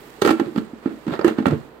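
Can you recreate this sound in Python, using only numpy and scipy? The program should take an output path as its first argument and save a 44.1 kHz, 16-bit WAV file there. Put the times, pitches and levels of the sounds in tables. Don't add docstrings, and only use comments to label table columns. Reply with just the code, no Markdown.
import sys
import numpy as np
from scipy import signal
from scipy.fft import rfft, irfft, next_fast_len
from scipy.io import wavfile
from scipy.ndimage import uniform_filter1d, map_coordinates

SR = 44100
rng = np.random.default_rng(int(sys.argv[2]) if len(sys.argv) > 2 else 0)


def to_wav(s):
    ch = np.atleast_2d(s).T
    pcm = np.round(np.clip(ch, -1, 1) * 32767)
    wavfile.write(sys.argv[1], SR, pcm.astype(np.int16))


def convert_level_to_amplitude(level_db):
    exponent = np.asarray(level_db, float) / 20
    return 10 ** exponent


N = 79380

# start_s, level_db (peak), crack_db, decay_scale (ratio)
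CLACKS = [(0.2188, -9, -25, 0.85), (0.249, -9.5, -30, 0.82), (0.26, -8, -30.5, 0.32),
          (0.2745, -9.5, -29, 0.9), (0.291, -3.5, -37, 0.4), (0.305, -5, -31.5, 0.53), (0.397, -15, -37, 1),
          (0.56, -18, -46, 0.5), (0.583, -14.5, -44.5, 0.22), (0.857, -25, -70, 0.98),
          (1.066, -27, -49, 0.5), (1.079, -23.5, -46.5, 0.64), (1.1915, -17.5, -44, 0.74),
          (1.212, -22, -64, 0.49), (1.245, -10, -33.5, 0.55), (1.2786, -13.5, -34, 0.97),
          (1.384, -21.5, -46.5, 1), (1.424, -30, -56, 1), (1.4562, -1.5, -39, 0.29),
          (1.465, -13.5, -36, 0.6), (1.481, -16.5, -40.5, 0.38), (1.508, -19.5, -43.5, 0.34),
          (0.215, -30, -35.5, 0.35), (0.311, -16.5, -36, 0.64), (0.4587, -39, -51, 0.58),
          (0.577, -15, -41, 0.26), (0.873, -33, -59, 0.73), (0.912, -42, -69, 0.67), (1.107, -24, -75, .5),
          (1.136, -20.5, -44.5, 0.76)]
CONTACT_RISE_S = 0.00098


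def unit(x):
    return x / np.sqrt(np.mean(x ** 2) + 1e-20)


def along(points, hz):
    point_hz, value = np.transpose(points)
    return np.interp(np.log(hz + 1), np.log(point_hz + 1), value)


def filtered(x, response):
    size = next_fast_len(N + 8192)
    hz = np.fft.rfftfreq(size, 1 / SR)
    return irfft(rfft(x, size) * response(hz), size)[..., :N]


def noise(spectrum, alike):
    def mid_and_side(hz):
        turn = np.arccos(np.clip(along(alike, hz), -1, 1)) / 2
        return convert_level_to_amplitude(along(spectrum, hz)) * [np.cos(turn), np.sin(turn)]

    mid, side = filtered(rng.standard_normal((2, N)), mid_and_side)
    return unit(np.array([mid + side, mid - side]))


def ring(modes, t, rise_s, scale, chance, scatter_db):
    hz, db, t60 = np.transpose(modes)[:, :, None]
    count = len(hz)
    hz = hz * (1 + 0.0052 * chance[-count:, None])
    fade = convert_level_to_amplitude(db + scatter_db * chance[:count, None] - 60 * t / (t60 * scale))
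    tones = fade * np.sin(2 * np.pi * hz * t)
    return tones.sum(0) * (1 - np.exp(-t / rise_s))


def add(out, start_s, x):
    out[..., round(start_s * SR):][..., :x.shape[-1]] += x


def slow_wobble():
    points = rng.standard_normal((2, 60))
    side = np.repeat([[0], [1]], N, 1)
    place = np.tile(np.arange(N) * 25 / SR, (2, 1))
    return map_coordinates(points, [side, place])


def kitchen_hum(wobble):
    # pitch_hz, level_db (per Hz)
    colour = [(25, -52), (60, -22.5), (140, -11), (420, -4.5), (620, -12), (1200, -15.5), (9000, -45.5),
              (16000, -71)]
    # pitch_hz, likeness (0 to 1)
    likeness = [(60, 0.68), (290, 1), (640, 0.65), (1400, 0)]
    mains = convert_level_to_amplitude(-60) * np.sin(2 * np.pi * 58.5 * np.arange(N) / SR)
    return convert_level_to_amplitude(-48.5 + 2.5 + 0.47 * wobble) * noise(colour, likeness) + mains


def frying(wobble):
    # time_s, fizz_db, hiss_db
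    sizzle = [(0, -57, -56), (.2, -58, -67), (.4, -60, -76), (.62, -60, -70), (.75, -66, -89),
              (.95, -61, -72), (1.13, -62, -72), (1.35, -63, -79), (1.55, -58.5, -75), (1.67, -64.5, -69),
              (1.8, -91, -68.5)]
    # pitch_hz, level_db (per Hz)
    fizz_colour = [(880, -1), (1500, -3.5), (1870, 1.5), (2140, -4), (16000, -19)]
    # pitch_hz, level_db (per Hz)
    hiss_colour = [(3000, -30), (6000, -14), (10000, -1), (16000, -1)]
    t = np.arange(N) / SR
    time_s, fizz_db, hiss_db = np.transpose(sizzle)
    bubbles = (rng.random(N) < 600 / SR) * convert_level_to_amplitude(1.53 * rng.exponential(size=N))
    pops = unit(uniform_filter1d(bubbles, size=40))
    fizz_level = convert_level_to_amplitude(np.interp(t, time_s, fizz_db) + 6)
    fizz = fizz_level * (1 + 0.27 * pops) * noise(fizz_colour, [(3000, 0)])
    hiss_level = convert_level_to_amplitude(np.interp(t, time_s, hiss_db) + 1.2 * wobble)
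    hiss = hiss_level * (0.92 + 0.27 * pops) * noise(hiss_colour, [(3000, 0)])
    return fizz + hiss


def kitchen_echo(x):
    # pitch_hz, t60_s
    echo_time = [(150, 0.32), (1000, 0.26), (4000, 0.22), (12000, 0.24)]
    hz, t, z = signal.stft(rng.standard_normal((2, SR // 2)), SR, nperseg=256)
    fade = convert_level_to_amplitude(-60 * t / along(echo_time, hz)[:, None])
    tail = signal.istft(z * fade, SR, nperseg=256)[1]
    delayed = np.pad(x, (250, 0))[None]
    return signal.fftconvolve(delayed, tail / np.linalg.norm(tail[0]), axes=1)[:, :N]


def slip_grit():
    slips_per_s, slip_fade_s, even_share = 2000, 0.00073, 0.46
    slips = (rng.random(N) < slips_per_s / SR) * convert_level_to_amplitude(1.8 * rng.exponential(size=N))
    grains = unit(signal.fftconvolve(slips, np.exp(-np.arange(300) / SR / slip_fade_s))[:N])
    return unit(even_share + (1 - even_share) * grains)


def stroke(start_s, length_s, rise_s, fall_s):
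    t = np.arange(N) / SR
    fall = np.exp(-np.clip(t - start_s - length_s, 0, None) / fall_s)
    return np.clip((t - start_s) / rise_s, 0, 1) * fall


def squeal(grit):
    # start_s, length_s
    moments = [
        (1.105, .035),
        (1.135, .025),
        (0.576, .012),
        (1.456, .008),
        (0.25, .06),
    ]
    # level_db, pitch_hz, width_hz
    bands = [(-48, 3700, 590), (-51.5, 4400, 1000), (-48, 4190, 510), (-34.5, 2570, 810), (-46, 2800, 2700)]
    rub = grit * rng.standard_normal((2, N))
    out = np.zeros((2, N))
    for (start_s, length_s), (db, pitch_hz, width_hz) in zip(moments, bands):
        band = unit(filtered(rub, lambda hz: np.exp(-((hz - pitch_hz) / width_hz) ** 2)))
        out += convert_level_to_amplitude(db) * stroke(start_s, length_s, 0.46 * length_s, 0.0066) * band
    return out


def scrape(grit):
    # start_s, length_s, level_db, tilt_db (per octave)
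    slides = [
        (0.234, 0.069, -28, 0.5),
        (0.362, 0.11, -44, -0.1),
        (0.551, 0.015, -43, 2.4),
        (0.82, 0.1, -46, -1),
        (1.066, 0.07, -39.5, 0.1),
        (1.115, 0.04, -37.5, -2.5),
        (1.2, 0.065, -42.5, -9.5),
        (1.243, 0.036, -30.5, 0.9),
        (1.364, 0.029, -38.5, -0.8),
        (1.456, 0.074, -35.5, -2.5),
    ]
    # pitch_hz, level_db (per Hz)
    colour = [(290, -9), (550, -1.5), (850, -4.5), (1350, -3), (2300, -11.5), (4700, -22.5), (5600, -28),
              (16000, -38)]
    rasp = grit * noise(colour, [(500, 0.32), (1500, 0)])
    out = np.zeros((2, N))
    for start_s, length_s, db, tilt_db in slides:
        tilted = filtered(rasp, lambda hz: convert_level_to_amplitude(tilt_db * np.log2(np.maximum(hz, 500) / 1500)))
        out += convert_level_to_amplitude(db) * stroke(start_s, length_s, 0.015, 0.029) * tilted
    return out


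def clear_tones():
    # start_s, level_db, pitch_hz, t60_s
    tones = [(.559, -34, 4650, 0.017), (0.649, -44, 8240, 0.014), (1.211, -34, 4800, 0.042),
             (.219, -30, 6120, 0.024), (.405, -32, 551.3, 0.28), (.561, -26, 1370, 0.028),
             (.583, -23.5, 1355, 0.02), (.858, -33, 1363, .06), (1.2435, -19, 1714, 0.044),
             (1.281, -28, 2738, 0.069), (1.457, -28, 2706, 0.045), (1.467, -16, 1359, 0.055),
             (1.738, -42, 412, .3)]
    out, t = np.zeros(N + SR), np.arange(SR // 6) / SR
    for start_s, db, hz, t60 in tones:
        shake = np.cumsum(rng.normal(0, hz / 30000, len(t)))
        tone = np.sin(2 * np.pi * hz * t + shake) * (1 - np.exp(-t / CONTACT_RISE_S))
        add(out, start_s, convert_level_to_amplitude(db - 60 * t / t60) * tone)
    return out[:N]


def rim_and_glass():
    # pitch_hz, level_db, t60_s
    rim = [(567.2, -2, 0.15), (829, 4, .05), (1074, -0.5, 0.029), (1230, -5.5, 0.029), (1297.5, 0, 0.049),
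           (1335.6, 2, 0.05), (1429, -1.5, 0.056), (1582, -5, 0.071), (1810, -7, 0.083),
           (2268, -14.5, 0.088), (2670, -9.5, 0.064)]
    # pitch_hz, level_db (over the crack), t60_s
    glass = [(3300, -25, 0.023), (4800, 0, 0.022), (6120, -0.5, 0.02)]
    rise_s, scatter_db = 0.0011, 1.6
    out, t = np.zeros((2, N + SR)), np.arange(SR // 6) / SR
    for start_s, db, crack_db, scale in CLACKS:
        scale = max(scale, 0.1)
        left = rng.standard_normal(42)
        right = np.r_[0.6 * left[:14] + 0.8 * left[28:], left[14:28]]
        for side, chance in zip(out, (left, right)):
            add(side, start_s, convert_level_to_amplitude(db - 9.5) * ring(rim, t, rise_s, scale, chance, scatter_db))
            add(side, start_s, convert_level_to_amplitude(crack_db + 3) * ring(glass, t, rise_s, scale, chance[3:], scatter_db))
    return out[:, :N]


def cracks_and_knocks():
    # pitch_hz, level_db (per Hz)
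    crack_colour = [(1470, -8), (2500, -14), (2740, -8), (5780, -14.5), (12300, -19.5), (16000, -33)]
    # pitch_hz, level_db (per Hz)
    knock_colour = [(350, -5), (600, -2.5), (1340, -10), (2260, -17.5), (3500, -21.5), (4550, -24),
                    (7700, -120)]
    soft_db, hard_db, dull_hz = -50, -34, 6000
    knock_db, knock_t60_s = -9.5, 0.069
    bright_gate, dull_gate, knock_gate = np.zeros((3, N + SR))
    t = np.arange(SR // 6) / SR
    rise = 1 - np.exp(-t / CONTACT_RISE_S)
    fade = convert_level_to_amplitude(-60 * t / 0.022) + 0.18 * convert_level_to_amplitude(-60 * t / 0.094)
    for start_s, db, crack_db, scale in CLACKS:
        hard = np.clip((crack_db - soft_db) / (hard_db - soft_db), 0, 1)
        snap = convert_level_to_amplitude(crack_db + 1.5) * fade * rise * 2
        add(bright_gate, start_s, hard * snap)
        add(dull_gate, start_s, (1 - hard) * snap * 1.7)
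        add(knock_gate, start_s, convert_level_to_amplitude(db + knock_db - 60 * t / (knock_t60_s * max(scale, 0.1))) * rise)
    bright = noise(crack_colour, [(3000, 0.1), (12000, 0.11)])
    dull = filtered(bright, lambda hz: 1 / (1 + (hz / dull_hz) ** 4))
    knock = noise(knock_colour, [(600, 0.19), (2000, 0.063)])
    return bright_gate[:N] * bright + dull_gate[:N] * dull + knock_gate[:N] * knock


def thumps():
    # start_s, level_db (peak),
    # pitch_hz, t60_s
    blows = [(0.219, -4, 390, 0.025), (0.249, -4, 360, 0.035), (0.262, -5, 416, 0.028),
             (0.274, -5, 308, 0.012), (0.292, -8.5, 322, 0.024), (0.308, -8, 302.6, 0.05),
             (0.327, -18, 329.4, 0.14), (0.396, -11.5, 327, 0.061), (0.413, -12, 281, 0.051),
             (0.477, -21.5, 326, 0.083), (0.56, -14, 297, 0.034), (0.576, -10.5, 229, 0.059),
             (0.732, -25.5, 249, 0.05), (0.858, -9, 279, 0.037), (0.91, -24, 280, 0.045),
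             (1.066, -18, 302, 0.05), (1.078, -14.5, 204, 0.05), (1.108, -18.5, 287, 0.043),
             (1.135, -26, 378, 0.098), (1.191, -13, 356, 0.035), (1.212, -21, 400, 0.021),
             (1.245, -4.5, 344, 0.067), (1.2512, -12, 354, 0.032), (1.278, -7.5, 342, 0.041),
             (1.385, -4.5, 269, 0.018), (1.403, -17, 240, 0.055), (1.465, -2.5, 217, 0.024),
             (1.476, -14.5, 248, 0.088), (1.529, -9.5, 149, 0.047),
             (0.221, -25, 128, 0.051),
        (1.502, -19.5, 146.6, 0.13),
        (1.518, -5, 204, 0.017),
        (1.537, -13.5, 133, 0.032),
             (0.224, -16, 388, 0.048), (0.459, -29.5, 150, 0.061), (0.469, -25.5, 320, 0.049),
                (0.503, -33, 321, 0.058), (0.522, -29.5, 322, 0.04), (0.55, -25.5, 295, 0.032),
                (0.587, -18, 233.5, 0.037), (0.601, -22.5, 274, 0.032), (0.618, -23, 290, .03),
                (0.782, -36, 299.5, 0.034), (0.873, -17, 288, 0.023), (0.925, -29, 303, 0.035),
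                (0.938, -26, 275, 0.021), (0.973, -35.5, 315, 0.038), (1.092, -17.5, 290, 0.041),
                (1.118, -21, 161, 0.063), (1.265, -8, 320, 0.021), (1.309, -16, 300, 0.02),
                (1.319, -20.5, 324, 0.039), (1.423, -17.5, 274, .03), (1.438, -26.5, 270, 0.051),
                (1.507, -15, 270, 0.01), (1.525, -8, 324, 0.02)]
    # pitch_hz, level_db, t60_s
    body = [(230.2, -13.5, 0.29), (268.2, 5.5, 0.054), (319.6, -12, 0.16), (390, -23.5, 0.18),
            (440.3, -14, 0.19)]
    rise_s, hold, damp = 0.002, 0.72, 1.43
    out, t = np.zeros(N + SR), np.arange(SR // 3) / SR
    for start_s, db, hz, t60 in blows:
        fade = convert_level_to_amplitude(-60 * (t / max(hold * t60, 0.01)) ** damp)
        swell = 1 - np.exp(-(t / rise_s) ** 2)
        note = fade * np.sin(2 * np.pi * hz * t) * swell
        pan = ring(body, t, 0.014, 0.77, rng.standard_normal(28), 1.0)
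        add(out, start_s, convert_level_to_amplitude(db + 3) * (note + convert_level_to_amplitude(-5.5) * pan))
    return out[:N]


def scene():
    lag_s, low_cut_hz, echo_db = 0.000965, 71.6, -10.5
    wobble, grit = slow_wobble(), slip_grit()
    left, right = rim_and_glass() + clear_tones()
    left = filtered(left, lambda hz: 0.34 + 0.86 * np.exp(-2j * np.pi * hz * lag_s))
    contacts = thumps() + np.array([left, right]) + cracks_and_knocks()
    rubbing = scrape(grit) + squeal(grit)
    near = filtered(contacts + rubbing, lambda hz: (1j * hz / (low_cut_hz + 1j * hz)) ** 2)
    return near + convert_level_to_amplitude(echo_db) * kitchen_echo(near[1]) + kitchen_hum(wobble) + frying(wobble)


def low_pass(x):
    return signal.sosfilt(signal.butter(12, 16670, fs=SR, output="sos"), x)


def record(dry):
    # pitch_hz, level_db
    left_db = [(60, -2), (200, -4.5), (380, -7), (3000, -5.5), (5000, -12), (15000, -6)]
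    # pitch_hz, width_hz, level_db
    dips = [(5790, 1100, -6), (10040, 1250, -5.5)]
    top_hz, ceiling = 15900, 0.98

    def phone(hz):
        sides = convert_level_to_amplitude(along(left_db, hz) * np.array([[0.5], [-0.5]]))
        top = np.where(hz < top_hz, 1, convert_level_to_amplitude(-34.0)) * (hz < top_hz + 720)
        ports = convert_level_to_amplitude(sum(db * np.exp(-((hz - centre) / width) ** 2) for centre, width, db in dips))
        return sides * top * ports

    x = filtered(dry, phone)
    mix = x / (1 + np.abs(x / ceiling) ** 6) ** (1 / 6)
    return low_pass(mix)


dry = scene()
out = record(dry)
to_wav(out)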